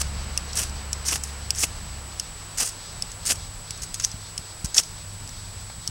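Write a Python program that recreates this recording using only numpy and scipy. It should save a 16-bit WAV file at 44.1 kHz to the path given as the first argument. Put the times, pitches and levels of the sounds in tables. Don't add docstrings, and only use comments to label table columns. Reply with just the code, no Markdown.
import sys
import numpy as np
from scipy import signal
from scipy.fft import rfft, irfft, next_fast_len
from scipy.io import wavfile
from scipy.ndimage import uniform_filter1d, minimum_filter1d, map_coordinates

SR = 44100
rng = np.random.default_rng(int(sys.argv[2]) if len(sys.argv) > 2 else 0)


def to_wav(s):
    ch = np.atleast_2d(s).T
    pcm = np.round(np.clip(ch, -1, 1) * 32767)
    wavfile.write(sys.argv[1], SR, pcm.astype(np.int16))


N = 260190
TIME = np.arange(N) / SR

# start_s, press_s, ease_s, level_db where pressing ends,
# swell_db while pressing (negative falls), treble_tilt_db
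STROKES = [ (0.0, 0.017, .004, -24, 4.5, -0.5), (.553, .022, 0.066, -25, 5, 2.5),
           (1.049, .04, 0.077, -24.5, 7.5, 0), (1.235, 0.0028, 0.0039, -24.5, -5, 6.5),
           (1.555, 0.087, 0.0036, -21.5, 11.5, 1), (2.572, 0.024, .097, -23.5, 5, 1),
           (3.252, 0.062, 0.015, -22.5, 3.5, 2), (3.817, 0.019, .007, -31.5, 6, 0.5),
           (3.941, .005, 0.0063, -28.5, -1, 1.5), (3.997, .003, .005, -26, 6, -4),
           (4.025, 0.026, 0.0078, -24, 20, -3), (4.644, 0.016, .002, -31.5, -1, 0.5),
           (4.741, 0.038, 0.025, -20, 11, -1.5), ]
# peak_s, crackle_db, decay_s
FLARES = [(0.014, -30.5, .004), (0.598, -31, 0.022), (1.094, -34, .005), (1.128, -26, 0.006),
          (1.16, -25.5, 0.0035), (1.638, -23, 0.0051), (2.618, -28, 0.014), (3.309, -22.5, 0.0085),
          (4.049, -36.5, 0.0035), (4.789, -29, 0.0071)]
# start_s, level_db averaged over CONTACT_S
TAPS = [(0.3756, -18), (0.532, -30.5), (0.6955, -40), (0.9301, -20), (1.5057, -14.5), (1.549, -32),
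        (2.1976, -20.5), (3.0228, -22), (3.1173, -35), (3.357, -36), (3.7073, -27), (3.7759, -39),
        (4.022, -33), (4.1155, -34), (4.3784, -24), (4.834, -34), (5.275, -38.5), (5.2915, -37),
        (5.876, -21.5)]
# start_s, peak_db
SPARK_POPS = [(.6338, -13), (1.1236, -9.5), (1.1388, -8), (1.6422, -5), (3.3197, -3.5), (4.7676, -12),
              (4.7895, -11), (4.799, -11.5)]
# peak_s, level_db, pitch_hz, decay_s
CATCHES = [(1.0881, -15, 7000, 0.00046), (1.586, -17, 6400, .0006), (3.2705, -13, 6940, .0005),
           (3.3272, -13, 7150, 0.00035), (3.8229, -23.5, 6500, 0.00045), (3.944, -18, 6900, .0005),
           (3.951, -23, 6500, .0005), (3.999, -17.5, 7480, .0003), (4.042, -19, 5850, 0.0038),
           (4.0488, -2.5, 6440, 0.00037), (4.6476, -23, 5500, 0.00043), (4.659, -19.5, 6060, .0004),
           (4.746, -13.5, 6570, 0.00068), (4.777, -17, 5500, .0016), (4.7814, 7.5, 5630, 0.00085),
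           (4.7832, -9.5, 3470, 0.00084)]
# bump_s, peak_db
HAND_BUMPS = [(3.712, -35), (3.818, -32), (3.897, -35), (4.145, -27.5), (4.394, -30.5), (4.647, -19.5),
              (5.785, -33.5), (5.893, -28.5)]

# pitch_hz, level_db, t60_s
STEEL_MODES = [(2850, -20, 0.024), (4230, -27, 0.017), (5220, 0, 0.012), (5500, 5.5, 0.0043),
               (6320, -12, 0.01), (6760, -17, 0.0051), (7300, -4.5, 0.0043), (7860, -12, 0.008),
               (9140, -7.5, 0.011), (9650, -7.5, 0.0076)]
# freq_hz, gain_db
SHEAR_COLOUR = [(300, -60), (1500, -6.5), (3800, -8.5), (5200, 5), (7300, 2), (9300, 1.5), (10500, -9.5),
                (13000, -13.5), (15800, -21)]
# freq_hz, gain_db
CRACKLE_COLOUR = [(100, -6.5), (300, 0.5), (1600, 0), (2300, 0.5), (2800, 5), (3900, -3.5), (5000, 1.5),
                  (9000, 0), (12000, -3.5), (15800, -24)]
# freq_hz, gain_db
CRACK_COLOUR = [(300, -41), (1700, -18), (2800, -4.5), (4000, -8), (5300, 8), (9500, -5), (11000, -9),
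                (15800, -27)]
# freq_hz, gain_db
THUD_COLOUR = [(20, -27), (50, -0.5), (90, -0.5), (180, -2), (300, -12), (700, -36), (3000, -75)]
# freq_hz, gain_db
AIR_COLOUR = [(15, -8), (30, 2), (70, -3), (100, -5), (128, -10), (175, -11), (290, -22), (580, -21),
              (1000, -19.5), (2100, -24), (3300, -25), (5000, -21), (6800, -29.5), (9600, -50)]
# freq_hz, gain_db
HISS_COLOUR = [(3000, -24), (6500, -10.5), (7800, 4.5), (8800, -1.5), (9900, -8.5), (10450, -13),
               (10850, -5.5), (11300, -13), (12500, -16.5), (15800, -15.5)]
# freq_hz, gain_db
GRIT_COLOUR = [(500, -56), (2000, -5), (3300, 5.5), (6000, 11.5), (9500, 4.0), (12000, -22), (15000, -31)]
SOIL_COLOUR = [(3500, -11.0), (9000, -4)]
SET_DOWN_COLOUR = [(200, -14), (600, 6), (1800, -5), (4500, -8), (12000, -33)]

# time_s, rumble_db, wash_db, rustle_db
AIR_LEVELS = [(0, -37.5, -42, -43), (.85, -42.5, -43, -45), (2.2, -44, -46, -47), (3.8, -42.5, -47.5, -46),
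              (4.95, -46, -48.5, -47), (5.9, -40.5, -48.5, -47.5)]
# time_s, level_db
ENGINE_LEVELS = [(0, -31), (.5, -37.5), (1.0, -35.5), (1.9, -41)]
EXHAUST_DB = [0, -16.5, -18.5]
# pitch_hz, level_db
HUM_TONES = [(99, -47.5), (159, -56)]
# pitch_hz, level_db
WHINE_LINES = [(11835, -70.5), (15734, -63), (15747, -65)]

BITE_S, EASE_DB, LIFT_DB_PER_S = 0.0023, 8, 900
DRAG_DB, DRAG_DB_PER_S = -19, 168
EMBER_DB = -19.5
FLARE_SNAP = 1.32
CONTACT_S = .004
IDLE_HZ, SHUT_OFF_S, COAST_S, FADE_DB_PER_S = 70.6, 2.0, 1.7, 24
TOP_HZ = 16000


def amp(db):
    return 10 ** (np.asarray(db) / 20)


def unit(x):
    return x / np.sqrt(np.mean(x ** 2) + 1e-20)


def curves(rows):
    time_s, *columns = np.transpose(rows)
    return [np.interp(TIME, time_s, column) for column in columns]


def wobble(rate):
    knots = rng.standard_normal(int(N * rate / SR) + 4)
    return map_coordinates(knots, [TIME * rate])


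def coloured(x, points):
    size = 2 * next_fast_len(len(x) // 2 + 4096)
    freq_hz, gain_db = np.transpose(points)
    log_hz = np.log(np.fft.rfftfreq(size, 1 / SR) + 1)
    gain = amp(np.interp(log_hz, np.log(freq_hz), gain_db))
    cepstrum = irfft(np.log(gain + 1e-6))
    cepstrum[1:size // 2] *= 2
    cepstrum[size // 2 + 1:] = 0
    response = np.exp(rfft(cepstrum))
    return irfft(rfft(x, size) * response, size)[:len(x)]


def add(track, start_s, sound):
    start = max(round(start_s * SR), 0)
    part = track[start:start + len(sound)]
    part += sound[:len(part)]


def swell(t, decay_s, snap):
    speed = np.where(t < 0, snap, 1)
    return 1 / np.cosh(np.clip(t / decay_s * speed, -20, 20))


def grains(rate, spread_db):
    size_db = spread_db * np.clip(rng.standard_normal(N), -2, 2)
    sizes = amp(size_db) * np.sign(rng.standard_normal(N))
    return sizes * (rng.random(N) < rate / SR)


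def steel_ring(detune, attack_s=.0001):
    t = np.arange(SR // 40) / SR
    pitch_hz, level_db, t60_s = np.transpose(STEEL_MODES)[:, :, None]
    size, shift, phase = rng.standard_normal((3, len(STEEL_MODES), 1))
    envelopes = amp(level_db + 2 * size - 60 * t / t60_s)
    modes = envelopes * np.sin(2 * np.pi * (pitch_hz * (1 + detune * shift) * t + phase))
    wave = modes.sum(0) * (1 - np.exp(-t / attack_s))
    return wave / np.linalg.norm(wave)


def stroke_level(start_s, press_s, ease_s, swell_db):
    t = TIME - start_s
    force_db = np.interp(t, [0, press_s, press_s + ease_s], [-swell_db, 0, -EASE_DB])
    lifted_s = np.maximum(t - press_s - ease_s, 0)
    released_db = force_db - LIFT_DB_PER_S * lifted_s
    drag_db = DRAG_DB - DRAG_DB_PER_S * lifted_s
    return np.clip(t / BITE_S, 0, 1) * amp(np.maximum(released_db, drag_db))


def strokes(rock_db=2.0, judder_db=2.5, steel_db=-18.0):
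    shear = grains(rate=6000, spread_db=2.5)
    rasp = unit(coloured(shear, SHEAR_COLOUR))
    freq_hz = np.fft.rfftfreq(N, 1 / SR)
    dull = irfft(rfft(rasp) / (1 + (freq_hz / 7000) ** 8), N)
    bright = rasp - dull
    rocking_db = rock_db * wobble(90)
    judder = unit(amp(judder_db * wobble(200)))
    sparks = unit(coloured(grains(rate=2500, spread_db=5), CRACKLE_COLOUR))
    out = np.zeros(N)
    for start_s, press_s, ease_s, level_db, swell_db, tilt_db in STROKES:
        tilt = amp(tilt_db + rocking_db)
        grit = unit(dull / tilt + tilt * bright)
        steel = unit(signal.oaconvolve(shear, steel_ring(detune=0.029))[:N])
        scrape = judder * (grit + amp(steel_db) * steel)
        level = amp(level_db) * stroke_level(start_s, press_s, ease_s, swell_db)
        out += level * (scrape + amp(EMBER_DB) * sparks)
    for peak_s, crackle_db, decay_s in FLARES:
        out += amp(crackle_db) * swell(TIME - peak_s, decay_s, FLARE_SNAP) * sparks
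    return out


def ground(x, bounce_s=0.00154, bounce_db=-11, wet_db=-16, t60_s=0.032):
    t = np.arange(SR // 10) / SR
    tail = rng.standard_normal(len(t)) * amp(-60 * t / t60_s) * (t > .002)
    out = x + amp(wet_db) * signal.oaconvolve(x, tail / np.linalg.norm(tail))[:N]
    add(out, bounce_s, amp(bounce_db) * coloured(x, SOIL_COLOUR))
    return out


def outdoors():
    air = rfft(coloured(rng.standard_normal(N), AIR_COLOUR))
    freq_hz = np.fft.rfftfreq(N, 1 / SR)

    def band(low_hz, high_hz):
        inside = (freq_hz >= low_hz) & (freq_hz < high_hz)
        return unit(irfft(air * inside, N))

    rumble_db, wash_db, rustle_db = curves(AIR_LEVELS)
    rumble = amp(rumble_db + 2.2 * wobble(7)) * band(22, 250)
    wash = amp(wash_db + .4 * wobble(9)) * band(250, 3200)
    rustle = amp(rustle_db + 1.45 * wobble(18)) * band(3200, 9000)
    return rumble + wash + rustle


def engine():
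    idle_db, = curves(ENGINE_LEVELS)
    coasting_s = np.maximum(TIME - SHUT_OFF_S, 0)
    pitch_hz = IDLE_HZ * np.exp(-coasting_s / COAST_S)
    level_db = idle_db - FADE_DB_PER_S * coasting_s
    phase = 2 * np.pi * np.cumsum(pitch_hz * (1 + 0.0048 * wobble(7.7))) / SR
    exhaust = sum(amp(db) * np.sin(k * phase) for k, db in enumerate(EXHAUST_DB, 1))
    return np.sqrt(2) * amp(level_db + 0.74 * wobble(11.9)) * exhaust


def hum():
    out = np.zeros(N)
    for pitch_hz, level_db in HUM_TONES:
        level = amp(level_db + 2.2 * wobble(5.02))
        out += level * np.sin(2 * np.pi * pitch_hz * TIME + 0.84 * wobble(6))
    return np.sqrt(2) * out


def camera(tone_db=-45.0, hiss_db=-48.5):
    tone_hz, field_hz = 7867, 59.94
    flips = np.tanh(8 * np.sin(np.pi * field_hz * TIME))
    whine = amp(tone_db) * flips * np.sin(2 * np.pi * tone_hz * TIME)
    for pitch_hz, level_db in WHINE_LINES:
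        whine += amp(level_db) * np.sin(2 * np.pi * pitch_hz * TIME + 0.067 * wobble(30))
    hiss = unit(coloured(rng.standard_normal(N), HISS_COLOUR))
    return np.sqrt(2) * whine + amp(hiss_db) * hiss


def taps(crack_db=-3, crack_t60_s=0.013, graze_t60_s=0.02, firm_db=-24, bounce_db=-7, bounce_s=0.0014):
    out = np.zeros(N)
    for start_s, level_db in TAPS:
        firm = min(amp(level_db - firm_db), 1)
        tone = firm * steel_ring(detune=0.027)
        t = np.arange(len(tone)) / SR
        t60_s = firm * crack_t60_s + (1 - firm) * graze_t60_s
        crack = coloured(rng.standard_normal(len(t)) * amp(-60 * t / t60_s), CRACK_COLOUR)
        tap = tone + amp(crack_db) * crack / np.linalg.norm(crack)
        tap *= amp(level_db) * np.sqrt(CONTACT_S * SR) / np.linalg.norm(tap)
        add(out, start_s, tap)
        delay_s = bounce_s * (.5 + rng.random())
        add(out, start_s + delay_s, amp(bounce_db) * tap)
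    return out


def pops(t60_s=0.0031):
    out = np.zeros(N)
    t = np.arange(SR // 50) / SR
    for start_s, peak_db in SPARK_POPS:
        spit = 0.18 * rng.standard_normal(len(t)) * amp(-60 * t / t60_s)
        pop = coloured((t == 0) + spit, CRACKLE_COLOUR)
        add(out, start_s, amp(peak_db) * pop / np.abs(pop).max())
    return out


def catches(rough=0.66, grit_db=-10, snap=1.8):
    out = np.zeros(N)
    grit = unit(coloured(rng.standard_normal(N), GRIT_COLOUR))
    drift = rough * wobble(2500)
    for peak_s, level_db, pitch_hz, decay_s in CATCHES:
        near = np.abs(TIME - peak_s) < .02
        t = TIME[near] - peak_s
        squeak = np.sin(2 * np.pi * pitch_hz * t + drift[near])
        out[near] += amp(level_db) * swell(t, decay_s, snap) * (squeak + amp(grit_db) * grit[near])
    return out


def bumps(push_s=0.0053):
    out = np.zeros(N)
    t = np.arange(SR // 10) / SR
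    for bump_s, peak_db in HAND_BUMPS:
        push = (1 - t / push_s + rng.standard_normal(len(t))) * np.exp(-t / push_s)
        thud = coloured(push, THUD_COLOUR)
        add(out, bump_s - .004, amp(peak_db) * thud / np.abs(thud).max())
    return out


def set_down(start_s=5.7, peak_db=-31, t60_s=0.024):
    out = np.zeros(N)
    t = np.arange(SR // 10) / SR
    knock = coloured(rng.standard_normal(len(t)) * amp(-60 * t / t60_s), SET_DOWN_COLOUR)
    add(out, start_s, amp(peak_db) * knock / np.abs(knock).max())
    return out


def scene():
    handwork = ground(strokes() + taps() + pops() + catches() + set_down())
    background = outdoors() + engine() + hum() + camera()
    mono = handwork + bumps() + background
    return np.array([mono, mono])


def record(dry):
    needed = np.minimum(1, .98 / (np.abs(dry).max(0) + 1e-9))
    gain = uniform_filter1d(minimum_filter1d(needed, size=31), size=31)
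    size = next_fast_len(N + SR // 10)
    kept = np.fft.rfftfreq(size, 1 / SR) < TOP_HZ
    return irfft(rfft(dry * gain, size) * kept, size)[:, :N]


dry = scene()
out = record(dry)
to_wav(out)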